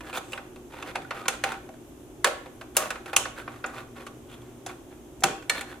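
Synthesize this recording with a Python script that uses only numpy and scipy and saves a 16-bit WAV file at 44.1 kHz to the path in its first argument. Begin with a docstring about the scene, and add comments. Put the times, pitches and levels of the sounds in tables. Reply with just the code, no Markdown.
"""A screwdriver knocks and slips in the cooler screws of an open desktop computer, in a small room. Each knock
is a metal crack and a short chatter that rings the board and the steel case. Sprung screws snap free and the
spring twangs; the hardest knocks set the board swinging. Between the knocks, threads and tool stick and slip in
gritty scrapes and thin squeaks, and the tool ticks faintly in the hand. Two close microphones hear it all with
the room's reflections, over soft air and a low mains hum."""
import sys
import numpy as np
from scipy import signal
from scipy.fft import rfft, irfft
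from scipy.io import wavfile
from scipy.ndimage import uniform_filter1d

SR = 44100
rng = np.random.default_rng(int(sys.argv[2]) if len(sys.argv) > 2 else 0)


def output_pcm(signal):
    """Save a mono or channel-first signal as 16-bit PCM at the path in sys.argv[1].

    Samples are clipped to [-1, 1] before scaling.
    """
    pcm = np.clip(np.atleast_2d(signal).T, -1, 1) * 32767
    wavfile.write(sys.argv[1], SR, np.round(pcm).astype(np.int16))


N = 255780
FREQ = np.fft.rfftfreq(N, 1 / SR)
TIME = np.arange(N) / SR

# tool or screw hits the case (time [s], level [dB], brightness [dB], contact time [s],
# ring of the struck spot [Hz], ring level [dB]); brightness and ring are relative to the hit
KNOCK_HITS = [(0.006, -42, -13, 0.00096, 1530, -14), (0.127, -41, -10, 0.0033, 2330, 4),
              (0.32, -48, 1.5, 0.00079, 2640, -1), (0.331, -35, -11.5, 0.0009, 2890, -2.5),
              (0.375, -36.5, -17.5, 0.0008, 1500, -6), (0.559, -51.5, -9, 0.0013, 2650, -6),
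              (0.823, -37, -11.5, 0.0035, 2720, -11), (0.953, -28.5, -13, 0.0052, 718, -3.5),
              (1.047, -55, -28, 0.0014, 1470, 10), (1.107, -28.5, -19.5, 0.0018, 1140, -28),
              (1.253, -36.5, -16, 0.0074, 1100, 0), (1.2806, -23, -1.5, 0.0024, 1530, -31),
              (1.4368, -22, -9.5, 0.003, 796, -7.5), (1.517, -37, -8, 0.003, 1450, 0),
              (1.69, -54.5, -30, 0.001, 640, 12), (2.2436, -17.5, -4.5, 0.0016, 1734, -1),
              (2.271, -28, -8.5, 0.0008, 561, 4), (2.459, -45.5, -19, 0.00047, 520, -0.5),
              (2.611, -40, -13, 0.0015, 1510, -16), (2.767, -25.5, 7.5, 0.00022, 650, -3.5),
              (2.904, -29.5, -7.5, 0.0012, 1640, -6), (2.955, -38, -22, 0.002, 1420, -22),
              (3.058, -40.5, -11, 0.0015, 2600, -7.5), (3.1308, -30, -15, 0.00043, 810, -5),
              (3.1625, -22.5, 6, 0.0023, 3010, -3), (3.254, -30.5, -22.5, 0.00091, 1455, -13),
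              (3.477, -35.5, -32, 0.00046, 1210, -4), (3.64, -27.5, -28.5, 0.002, 1270, -17),
              (3.661, -52, 3.5, 0.0018, 7100, 5.5), (4.064, -42.5, -5.5, 0.0041, 1170, 1.5),
              (4.417, -61.5, -4, 0.0023, 3350, 1), (4.661, -41.5, 3, 0.0039, 696, 3),
              (5.205, -66, 15, 0.00085, 8000, -10), (5.222, -47, -31, 0.0022, 765, 12),
              (5.2345, -18.5, -1.5, 0.0047, 736, -5.5), (5.4946, -26.5, 1.5, 0.0034, 1920, -6),
              (5.609, -37, -3, 0.0011, 1510, -2.5)]
# bands of a contact sound, thud to sizzle (centre [Hz])
CONTACT_BANDS = [260, 670, 1500, 3150, 6700, 12600]
# decay of a knock's chatter (frequency [Hz], t60 [s])
CHATTER_DECAY = [(250, 0.43), (700, 0.14), (1500, 0.075), (3200, 0.06), (7000, 0.058), (13000, 0.042)]
# resonances of board, case and tool (frequency [Hz], width [Hz], level against the bare contact [dB])
CASE_MODES = [(470, 7.5, -56), (536, 41, 3), (650, 87, -6), (794, 23, 14.5), (962, 80, 4.5), (1115, 13, 11),
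              (1277, 240, 6.5), (1440, 140, 3), (1502, 170, -0.5), (1725, 23, -3), (2120, 53, -23),
              (2460, 57, 17), (2666, 134, 19.5), (2908, 270, 13.5), (3230, 61, -3), (3430, 120, 5),
              (4070, 27, 4.5), (6950, 370, -42), (8700, 250, -6)]
# the spring under a screw head lets go (time [s], level [dB])
SPRING_TWANGS = [(5.497, -20.5), (5.579, -33.5), (5.61, -40)]
# ring of that spring (frequency [Hz], relative level [dB], t60 [s])
SPRING_MODES = [(1758, -3.5, 0.12), (1870, -8, 0.16), (2260, 2.5, 0.04), (3580, -9.5, 0.12),
                (4210, 6.5, 0.046)]
# a hard knock sets the board swinging (time [s], level [dB], tilt of its modes [dB/octave])
BOARD_SWINGS = [(2.246, -27.5, 5), (2.772, -29.5, 10), (5.238, -22.5, -6.5)]
# ring of the board (frequency [Hz], relative level [dB], t60 [s])
BOARD_MODES = [(167, -5.5, 0.091), (360.7, 1.5, 0.15), (478.6, -6, 0.46), (493, -5, 0.069), (568, -8, 0.17),
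               (609, -5.5, 0.29), (750, -11, 0.072)]
# screw turns, tool slides, rattles (peak time [s], half length [s], level [dB], rubbed spot's ring [Hz])
SCRAPE_STROKES = [(0.078, 0.029, -43.5, 1670), (0.151, 0.011, -34.5, 2580), (0.172, 0.013, -30, 2300),
                  (0.305, 0.055, -56, 7840), (0.779, 0.046, -43.5, 865), (0.886, 0.021, -37.5, 990),
                  (0.955, 0.005, -35, 603), (1.189, 0.035, -41, 1240), (1.336, 0.011, -38.5, 1840),
                  (1.492, 0.035, -35.5, 884), (2.266, 0.0052, -29.5, 530), (2.803, 0.03, -31.5, 1210),
                  (2.862, 0.012, -36, 626), (3.088, 0.015, -43, 1550), (3.2, 0.02, -39, 600),
                  (3.39, 0.02, -40, 1560), (3.534, 0.066, -51.5, 1190), (3.69, 0.03, -48, 1180),
                  (3.777, 0.032, -40, 1190), (3.973, 0.011, -43.5, 1110), (4.014, 0.017, -45, 1140),
                  (4.324, 0.022, -50, 3320), (4.421, 0.13, -60.5, 1150), (4.699, 0.02, -41.5, 1144),
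                  (4.925, 0.019, -55, 840), (5.28, 0.028, -35.5, 417), (5.554, 0.03, -39, 1730),
                  (5.582, 0.014, -39, 3580), (5.709, 0.03, -45.5, 1620)]
# a turning screw sings (time [s], length [s], top pitch [Hz], level [dB])
THREAD_SQUEAKS = [(0.155, 0.035, 12900, -45), (0.16, 0.035, 6700, -43), (1.852, 0.06, 12450, -60),
                  (1.905, 0.06, 11050, -68), (1.975, 0.082, 10950, -64), (2.51, 0.08, 11250, -63)]
# stereo image of the direct sound (frequency [Hz], left-right likeness [0-1])
DIRECT_LIKENESS = [(200, 1), (1000, 0.87), (3000, 0.61), (14000, 0.1)]
# stereo image of reverb and air (frequency [Hz], left-right likeness [0-1])
DIFFUSE_LIKENESS = [(30, 0.88), (400, 0.87), (1500, 0.19), (5000, 0.05), (15000, 0.1)]
# reverb time (frequency [Hz], t60 [s])
REVERB_DECAY = [(200, 0.29), (700, 0.39), (2000, 0.51), (7000, 0.36), (14000, 0.28)]
# reverb send (frequency [Hz], gain [dB])
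REVERB_SEND = [(200, -4.5), (700, -4), (2000, -8.5), (7000, -8.5), (14000, -11.5)]
# colour of the room air (frequency [Hz], relative level [dB])
AIR_SPECTRUM = [(12, -42), (20, -10.5), (58, -9.5), (91, -10.5), (124, -7.5), (206, -15.5), (237, -6),
                (323, -4), (361, -2), (465, -14), (551, -13.5), (2010, -30.5), (12100, -33.5), (15200, -31),
                (16500, -64)]
# partials of the mains hum (frequency [Hz], level [dB])
HUM_PARTIALS = [(59.5, -62), (119.7, -59.5), (240, -59.5), (300, -60.5), (360, -57)]
# colour of the microphones (frequency [Hz], gain [dB])
MIC_EQ = [(100, 1), (2000, 0), (3300, 2.5), (4200, -5), (4800, -5.5), (5400, -2), (6400, 2.5), (9000, -0.5),
          (11500, 0), (13500, -4), (15000, -8.5), (16200, -15)]


def knocks(hits, ring_q=18, ring_feed_t60=0.022, crack_s=0.0022):
    """Metal cracks on metal and chatters briefly; the treble dies first and the struck spot rings."""
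    out, t = np.zeros((2, N)), np.arange(8192) / SR
    for s, db, bright_db, contact_s, spot_hz, spot_db in hits:
        onset = 1 - np.exp(-(t / (0.4 * contact_s)) ** 2)
        after = np.maximum(t - contact_s, 0)
        # a harder hit has more crack up front and less body
        crack = 1 + amp(4 + 0.54 * (db + 6)) * np.exp(-(after / crack_s) ** 2)
        body_db = -4 - 0.2629 * (db + 36.5)
        # a longer contact pushes more bass into the case and dulls the top octave
        thud_db = -20 + 9 * np.log2(contact_s / 0.0026)
        top_db = -8 - 2 * np.log2(contact_s / 0.0035)
        gains = contact_eq(thud_db, body_db, bright_db, top_db)
        chatter = rng.standard_normal(len(t)) * onset * crack
        decays = [amp(-60 * after / curve(CHATTER_DECAY, hz)) for hz in CONTACT_BANDS]
        clack = sum(gain * unit_hit(band(chatter * decays[k], k)) for k, gain in enumerate(gains))
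        # the chatter keeps feeding the spot, so its ring is rough
        feed = chatter * amp(-60 * after / ring_feed_t60)
        ring = unit_hit(signal.lfilter(*signal.iirpeak(spot_hz, ring_q, SR), feed))
        right_db = 1.05 + 0.5 * np.log2(spot_hz / 1200)  # higher-ringing spots lie further right
        add(out, s, amp(db - 1) * (clack + amp(spot_db - 1) * ring) * pan(right_db))
    return out


def case_ring(x):
    """The modes of board and case gather the energy of each contact into narrow peaks."""
    response = 1 + sum(amp(db) / (1 + 2j * (FREQ - hz) / width) for hz, width, db in CASE_MODES)
    broad_gain = np.sqrt(uniform_filter1d(abs(response) ** 2, size=5000))
    return irfft(rfft(x) * response / broad_gain, N)


def spring_and_board(spring_rise_s=0.00031, board_rise_s=0.011):
    """A freed spring twangs at once; after a hard knock the heavier board takes a few cycles to swing."""
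    out, t = np.zeros((1, N)), np.arange(16384) / SR
    for s, db in SPRING_TWANGS:
        twang = modal_ring(SPRING_MODES, t) * (1 - np.exp(-t / spring_rise_s))
        add(out, s, amp(db) * twang[None])
    for s, db, tilt in BOARD_SWINGS:
        swing = modal_ring(BOARD_MODES, t, tilt) * (1 - np.exp(-t / board_rise_s))
        add(out, s, amp(db) * swing[None])
    return out


def modal_ring(modes, t, db_per_octave=0):
    """A struck part rings as decaying sines of random phase."""
    ring = np.zeros(len(t))
    for hz, db, t60 in modes:
        tilt_db = db_per_octave * np.log2(hz / modes[0][0])
        ring += amp(db + tilt_db - 60 * t / t60) * np.sin(2 * np.pi * (hz * t + rng.random()))
    return unit_hit(ring)


def scrapes(slips_per_s=2600, slip_s=0.0007, ring_db=-4, ring_q=16):
    """Threads and tool stick and slip: a swell of tiny uneven clicks rings the rubbed spot."""
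    out, t = np.zeros((2, N)), np.arange(24000) / SR
    for peak_s, half_s, db, spot_hz in SCRAPE_STROKES:
        slipping = rng.random(len(t)) < slips_per_s / SR
        slip_db = 3 * np.minimum(rng.exponential(1, len(t)), 4)
        slips = signal.lfilter([1], [1, -np.exp(-1 / (slip_s * SR))], slipping * amp(slip_db))
        swell = np.exp(-((t - 2 * half_s) / half_s) ** 2 / 2) * np.minimum(2 * t / half_s, 1)
        grit = swell * slips * rng.standard_normal(len(t))
        bright_db = -13 + 4 * np.log2(spot_hz / 1200)  # a higher-ringing spot rubs brighter
        gains = contact_eq(thud_db=-14, body_db=-3, bright_db=bright_db, top_db=-1)
        rub = sum(gain * unit_rms(band(grit, k)) for k, gain in enumerate(gains))
        ring = amp(ring_db) * unit_rms(signal.lfilter(*signal.iirpeak(spot_hz, ring_q, SR), grit))
        level = amp(db - 2) * np.sqrt(np.mean(swell ** 2))
        add(out, peak_s - 2 * half_s, level * (rub + ring) * pan(right_db=1.5))
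    return out


def squeaks(sag=0.12, crest=0.35, jitter_depth=0.0044):
    """The thread slips fast enough to sing: a thin, shaky tone that crests, then sags as the turn slows."""
    out = np.zeros((1, N))
    for s, length_s, top_hz, db in THREAD_SQUEAKS:
        jitter = unit_rms(uniform_filter1d(rng.standard_normal(8192), size=60))
        turn = np.arange(int(length_s * SR)) / (length_s * SR)
        hz = top_hz * (1 - sag * (turn - crest) ** 2 + jitter_depth * jitter[:len(turn)])
        tone = np.sin(2 * np.pi * np.cumsum(hz) / SR)
        add(out, s, amp(db) * np.sin(np.pi * turn) * tone[None])
    return out


def tool_ticks(count=8, db=-58, spread_db=10, bright_db=-8, contact_s=0.0012, spot_hz=2120):
    """Faint extra hits at random moments, as the tool shifts in the hand."""
    return [(when * N / SR, db + spread_db * (2 * force - 1), bright_db, contact_s,
             spot_hz * 2 ** (spot - 0.5), 0) for when, force, spot in rng.random((count, 3))]


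def close_mics(x, lag_s=0.000019, scatter_s=0.0015):
    """Two close microphones: the case reaches the left slightly earlier, and near reflections differ."""
    scatter = rfft(rng.standard_normal(N) * TIME * np.exp(-TIME / scatter_s))
    scatter /= np.sqrt(np.mean(abs(scatter) ** 2))
    likeness = curve(DIRECT_LIKENESS, FREQ)
    side = np.array([[1], [-1]])
    paths = np.sqrt((1 + likeness) / 2) + side * np.sqrt((1 - likeness) / 2) * scatter
    return irfft(rfft(x) * paths * np.exp(1j * np.pi * side * FREQ * lag_s), N)


def room_reverb(x, first_wall_s=0.013):
    """Dense reflections build up after the first wall and die band by band."""
    hz, t, noise = signal.stft(rng.standard_normal((2, 32768)), SR, nperseg=256)
    hz = hz[:, None]
    t60 = curve(REVERB_DECAY, hz)
    decay = amp(-60 * t / t60) * np.sqrt(np.log(1e6) / (t60 * SR))  # equal energy at any t60
    tail = signal.istft(diffuse(noise, hz) * amp(curve(REVERB_SEND, hz)) * decay, SR, nperseg=256)[1]
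    tail *= 1 - np.exp(-(TIME[:tail.shape[1]] / first_wall_s) ** 4)
    return signal.fftconvolve(x, tail, axes=1)[:, :N]


def room_air(db=-48):
    """A steady bed of dark, diffuse noise."""
    noise = diffuse(rfft(rng.standard_normal((2, N))), FREQ)
    return amp(db) * unit_rms(irfft(noise * amp(curve(AIR_SPECTRUM, FREQ)), N))


def mains_hum(waver=0.63, drift_hz=6):
    """A low mains hum, each partial wavering in level and phase."""
    hum = np.zeros(N)
    for hz, db in HUM_PARTIALS:
        slow_noise = rfft(rng.standard_normal((2, N))) * np.exp(-(FREQ / drift_hz) ** 2)
        level_drift, phase_drift = waver * unit_rms(irfft(slow_noise, N))
        hum += amp(db) * unit_rms((1 + level_drift) * np.sin(2 * np.pi * hz * TIME + phase_drift))
    return hum


def diffuse(spectra, hz):
    """Blends two unrelated spectra until they are as alike as room sound at the two microphones."""
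    likeness = curve(DIFFUSE_LIKENESS, hz)
    return np.array([spectra[0], likeness * spectra[0] + np.sqrt(1 - likeness ** 2) * spectra[1]])


def contact_eq(thud_db, body_db, bright_db, top_db):
    """Six band gains of a contact; brightness moves the upper three."""
    return amp([thud_db, body_db, 0, 0.36 * bright_db, bright_db, top_db + bright_db])


def band(x, index):
    """One of the six contact bands of x."""
    edges_hz = [150, 450, 1000, 2200, 4500, 10000, 16000]
    return signal.sosfilt(signal.butter(3, edges_hz[index:index + 2], "band", fs=SR, output="sos"), x)


def amp(db):
    """Decibels to gain."""
    return 10 ** (np.asarray(db) / 20)


def pan(right_db):
    """Stereo gains with the right louder by right_db."""
    return amp([[-right_db / 2], [right_db / 2]])


def unit_rms(x):
    """Scales to rms 1."""
    return x / np.sqrt(np.mean(x ** 2) + 1e-20)


def unit_hit(x):
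    """Gives a hit the energy of 15 ms at rms 1."""
    return x / np.sqrt(np.sum(x ** 2) / (0.015 * SR) + 1e-20)


def curve(points, hz):
    """Reads (frequency [Hz], value) points on a log-frequency axis."""
    f, value = np.transpose(points)
    return np.interp(np.log(hz + 1), np.log(f + 1), value)


def add(mix, s, sound):
    """Lays a sound into the mix at time s."""
    part = mix[:, max(round(s * SR), 0):][:, :sound.shape[1]]
    part += sound[:, :part.shape[1]]


def scene():
    """The case radiates differently in three directions: one meets the microphones, all fill the room."""
    hits = KNOCK_HITS + tool_ticks()
    directions = [case_ring(knocks(hits) + scrapes()) + spring_and_board() + squeaks() for _ in range(3)]
    reverb = sum(room_reverb(sound) for sound in directions) / np.sqrt(len(directions))
    return close_mics(directions[0]) + reverb + room_air() + mains_hum()


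def record(dry):
    """Microphone colour, a clip at full scale, then a steep low-pass."""
    coloured = irfft(rfft(dry) * amp(curve(MIC_EQ, FREQ)), N)
    low_pass = signal.firwin(401, cutoff=16150, window=("kaiser", 9), fs=SR)
    return signal.oaconvolve(np.clip(coloured, -1, 1), low_pass[None], "same", axes=1)


dry = scene()
out = record(dry)
output_pcm(out)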